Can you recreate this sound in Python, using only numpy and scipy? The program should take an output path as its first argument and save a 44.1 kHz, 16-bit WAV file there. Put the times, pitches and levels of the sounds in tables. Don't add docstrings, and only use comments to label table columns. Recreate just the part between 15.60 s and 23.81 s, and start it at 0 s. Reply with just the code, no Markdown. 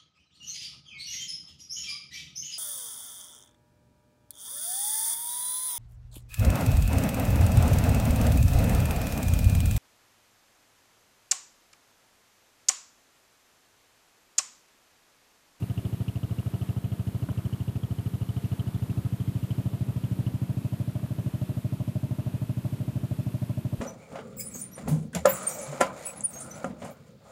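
import sys
import numpy as np
from scipy import signal
from scipy.fft import rfft, irfft
from scipy.io import wavfile
from scipy.ndimage import uniform_filter1d

SR = 44100
rng = np.random.default_rng(int(sys.argv[2]) if len(sys.argv) > 2 else 0)


def wrap_up_sound(samples):
    columns = np.atleast_2d(samples).T
    tamed = np.clip(columns, -1, 1)
    steps = np.round(tamed * 32767).astype(np.int16)
    wavfile.write(sys.argv[1], SR, steps)


N = 361905


def undb(db):
    return 10 ** (np.asarray(db) / 20)


def level(x, rms_db):
    return x * undb(rms_db) / np.sqrt(np.mean(x ** 2))


def band(x, hz, width_hz):
    return signal.lfilter(*signal.iirpeak(hz, hz / width_hz, SR), x)


def noise():
    return rng.standard_normal(N)


def walk(rate_hz):
    hold = int(SR / rate_hz)
    steps = np.repeat(rng.standard_normal(N // hold + 1), hold)
    slewed = uniform_filter1d(uniform_filter1d(steps, hold), hold)
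    return 0.7 * slewed[:N]


def add(out, start_s, piece):
    i = int(start_s * SR)
    lo, hi = max(i, 0), min(i + len(piece), N)
    if hi > lo:
        out[lo:hi] += piece[lo - i:hi - i]


# [dB per Hz, relative]
AIR_SHAPE = [(35, -22), (62, -1), (110, -4), (200, -2), (500, -26.5), (900, -11), (2000, -17), (3200, -17),
             (5800, -25), (8000, -22.5), (14300, -20.5)]
# pitch_hz [Hz], rms_db [dB]
THIN_TONES = [(10201, -81), (13502, -85)]
AIR_RMS_DB = -52


def air():
    shape_hz, density_db = np.transpose(AIR_SHAPE)
    bin_hz = np.maximum(np.arange(N // 2 + 1) * SR / N, 1)
    gain_db = np.interp(np.log(bin_hz), np.log(shape_hz), density_db)
    hiss = level(irfft(rfft(noise()) * undb(gain_db), N), AIR_RMS_DB)
    t = np.arange(N) / SR
    tones = sum(np.sqrt(2) * undb(rms_db) * np.sin(2 * np.pi * hz * t) for hz, rms_db in THIN_TONES)
    return hiss * undb(0.99 * walk(6)) + tones


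# [dB, before scatter and filtering]
TICK_SPELLS = [(.9, 0.58, -39), (1.83, 0.26, -36), (3.2, 0.35, -37), (5.5, 0.28, -36.5), (6.7, .35, -43)]
TICK_RATE_HZ, TICK_START_S, TICK_SCATTER_DB, TICK_WIDTH_S = 30, .030, 2.5, 0.00076


def ticks():
    at_s = np.arange(TICK_START_S, N / SR, 1 / TICK_RATE_HZ)
    scatter_db = TICK_SCATTER_DB * rng.standard_normal(len(at_s))
    swell = sum(undb(click_db) * np.exp(-((at_s - middle_s) / half_width_s) ** 2)
                for middle_s, half_width_s, click_db in TICK_SPELLS)
    clicks = np.zeros(N)
    clicks[(at_s * SR).astype(int)] = -undb(scatter_db) * swell
    dull = np.convolve(clicks, np.hanning(int(TICK_WIDTH_S * SR)), "same")
    return band(dull, 1150, 1200)


# start_s [s], thud_db [dB peak], pitch_hz [Hz], crack_db [dB re thud]
BUMPS = [(1.687, -28, 232, -5), (3.04, -35, 230, -14), (4.943, -34, 227, -16), (5.017, -35, 230, -14)]


def bumps():
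    out, age_s = np.zeros(N), np.arange(int(.06 * SR)) / SR
    for start_s, thud_db, pitch_hz, crack_db in BUMPS:
        swell = age_s / 0.0027 * np.exp(1 - age_s / 0.0029)
        thud = -np.sin(2 * np.pi * pitch_hz * age_s + 2) * swell
        grit = band(band(rng.standard_normal(len(age_s)), 750, 600), 750, 600)
        crack = band(grit * age_s * np.exp(-age_s / .002), 700, 500)
        add(out, start_s, undb(thud_db) * (thud + undb(crack_db) * crack / np.abs(crack).max()))
    return out


def tyres():
    rumble = undb(2.16 * walk(20)) * band(band(noise(), 139, 133), 121, 295)
    return level(rumble, 0)


# time_s [s], firing_rate_hz [firings per s]
SPEED = [(0, 13.1109), (4.3866, 13.1622), (5.7533, 12.9721), (8.21, 12.9826)]
FIRST_FIRING_S = .0202


def firings():
    t = np.arange(N) / SR
    count = np.cumsum(np.interp(t, *np.transpose(SPEED))) / SR
    count += 1 - np.interp(FIRST_FIRING_S, t, count)
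    at_s = np.interp(np.arange(1, count[-1]), count, t)
    return count, np.r_[2 * at_s[0] - at_s[1], at_s]


# start_s [s], peak_db [dB], pitch_hz [Hz]
LOUD_RATTLES = [(0.0225, -43, 2800), (0.1767, -40, 2850), (0.4802, -39, 2900), (0.557, -41.5, 2840),
                (0.631, -45, 2820), (0.7852, -44.5, 2870), (1.0143, -44, 2920), (1.2415, -46, 2750),
                (2.2325, -45, 3180), (2.386, -45, 3020), (2.6886, -46, 3040), (2.766, -45.5, 3020),
                (2.9936, -40.5, 3100), (3.9065, -41.5, 3030), (4.4376, -46, 3060), (4.6646, -44, 3020)]
RATTLE_LAG_S, RATTLE_PITCH_HZ, RATTLE_SCATTER_HZ = .003, 2954, 169
RATTLE_PEAK_DB, RATTLE_SCATTER_DB, RATTLE_HIDDEN_DB = -49.5, 2, -21


def rattles(turn):
    out, age_s = np.zeros(N), np.arange(int(0.023 * SR)) / SR
    at_s = firings()[1][1:] + RATTLE_LAG_S
    chance = rng.standard_normal((len(at_s), 2)).T
    hidden_db = RATTLE_HIDDEN_DB * turn[(at_s * SR).astype(int)] ** 3
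    soft_db = RATTLE_PEAK_DB + RATTLE_SCATTER_DB * chance[0] + hidden_db
    rows = np.transpose([at_s, soft_db, RATTLE_PITCH_HZ + RATTLE_SCATTER_HZ * chance[1]])
    for loud in LOUD_RATTLES:
        rows[np.abs(at_s - loud[0]).argmin()] = loud
    for start_s, peak_db, pitch_hz in rows:
        grit = rng.standard_normal(len(age_s)) * np.exp(-age_s / 0.0051)
        chatter = band(band(grit, pitch_hz, 280), pitch_hz, 410)
        add(out, start_s, undb(peak_db) * chatter / np.abs(chatter).max())
    return out


PIPE_SHUT_HZ, HOT_GAS_HZ, HOT_GAS_S = 161.5, 221, .0013
VALVE_DROP_HZ, VALVE_OPEN_S, SHUT_S = 64, .027, .0232
FLANK_LONGER_S, FLANK_HIGHER_HZ, FLANK_FADE_DB_PER_S = .0022, 8, -160


def boom(turn):
    count, at_s = firings()
    firing = count.astype(int)
    age_s = np.maximum(np.arange(N) / SR - at_s[firing], 0)
    chance = rng.standard_normal((firing[-1] + 1, 3))[firing].T
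    hot_cycles = HOT_GAS_HZ * HOT_GAS_S * (1 - np.exp(-age_s / HOT_GAS_S))
    open_s = np.minimum(age_s, VALVE_OPEN_S)
    lift_s = open_s / 2 - VALVE_OPEN_S * np.sin(2 * np.pi * open_s / VALVE_OPEN_S) / (4 * np.pi)
    cycles = PIPE_SHUT_HZ * age_s + hot_cycles - VALVE_DROP_HZ * lift_s
    cycles += FLANK_HIGHER_HZ * turn * age_s
    phase = 2 * np.pi * cycles * (1 + .003 * chance[0])
    end_s = SHUT_S + FLANK_LONGER_S * turn + .0004 * chance[1]
    shut = 1 / (1 + np.exp((age_s - end_s) / .0011))
    shut *= undb(.5 * chance[2] + FLANK_FADE_DB_PER_S * turn * age_s)
    return phase, age_s, shut


# pitch_hz [Hz], width_hz [Hz], behind_db [dB rms re boom], flank_db [dB rms re boom]
PANELS = [(184.7, 3.4, -33.5, -34), (209.7, 2.7, -55, -39), (227.4, 18, -49, -24), (274, 39, -35, -30.5),
          (313.5, 27, -35.5, -39), (408, 88, -33, -44.5), (524, 130, -51, -38.5), (688.6, 14.3, -36, -47.5),
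          (928, 110, -45.5, -43.5), (1257, 36, -45.5, -57.5)]
SILENCER_HZ, SILENCER_WIDTH_HZ = 610, 50


def engine(turn, ring_db):
    phase, age_s, shut = boom(turn)
    push = (1 - np.exp(-age_s / .0031)) * shut
    wave = -push * (np.sin(phase) + .07 * turn * np.cos(2 * phase))
    smooth = shut * np.exp(-age_s / 0.021) * np.exp(30 * (-np.sin(phase) - 1))
    turbulence = level(band(band(noise(), 750, 700), 750, 900), -11)
    jolts = smooth * (1 + turbulence)
    panels = np.zeros(N)
    for pitch_hz, width_hz, behind_db, flank_db in PANELS:
        drive = smooth if pitch_hz < 350 else jolts
        panel = level(band(band(drive, pitch_hz, width_hz), pitch_hz, pitch_hz / 2), 0)
        panels += panel * undb(behind_db + (flank_db - behind_db) * turn)
    ring = level(band(band(jolts, SILENCER_HZ, SILENCER_WIDTH_HZ), SILENCER_HZ, 96), 0)
    puff = level(push * band(noise(), 530, 1230), -47)
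    hiss = level(push * band(noise(), 7900, 9000), -52)
    chatter = band(band(noise(), 2500, 610), 2850, 860)
    tin = jolts * undb(4.7 * walk(13) - 11.4 * turn) * chatter
    tin = level(band(tin, 2950, 440), -50)
    fins = turn * undb(2 * walk(8)) * band(band(noise(), 2580, 250), 2600, 400)
    return wave + panels + undb(ring_db) * ring + puff + hiss + tin + level(fins, -54)


# [silencer ring, dB rms re boom]
DRIVE = [(0, -20.5, 0.0078, -39), (1.7, -21, 0, -36.5), (2.8, -20.5, 0.085, -42), (3.5, -19, 0.35, -41),
         (4.1, -19, .54, -34.5), (4.7, -18, 0.68, -39), (5.3, -19.5, 0.77, -30.5),
         (6.9, -18.5, 0.91, -33.5), (8.21, -19.5, 0.97, -30)]
RUMBLE_BEHIND_DB, RUMBLE_FLANK_DB = -22.5, -24.5
ECHO_S, ECHO_DB = .026, -25.5


def scene():
    time_s, *columns = np.transpose(DRIVE)
    boom_db, turn, ring_db = (np.interp(np.arange(N) / SR, time_s, column) for column in columns)
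    turn = np.clip(turn, 0, 1)
    rumble_db = RUMBLE_BEHIND_DB + (RUMBLE_FLANK_DB - RUMBLE_BEHIND_DB) * turn
    car = undb(boom_db) * (engine(turn, ring_db) + undb(rumble_db) * tyres())
    lag = int(ECHO_S * SR)
    car[lag:] += undb(ECHO_DB) * car[:-lag]
    return (car + rattles(turn) + bumps() + ticks() + air())[None]


BASS_CUT_HZ, TOP_HZ = 47, 14450


def record(dry):
    bass_cut = signal.butter(4, BASS_CUT_HZ, "high", fs=SR, output="sos")
    top_cut = signal.ellip(14, .2, 80, TOP_HZ, fs=SR, output="sos")
    return signal.sosfilt(top_cut, signal.sosfiltfilt(bass_cut, dry))


dry = scene()
out = record(dry)
wrap_up_sound(out)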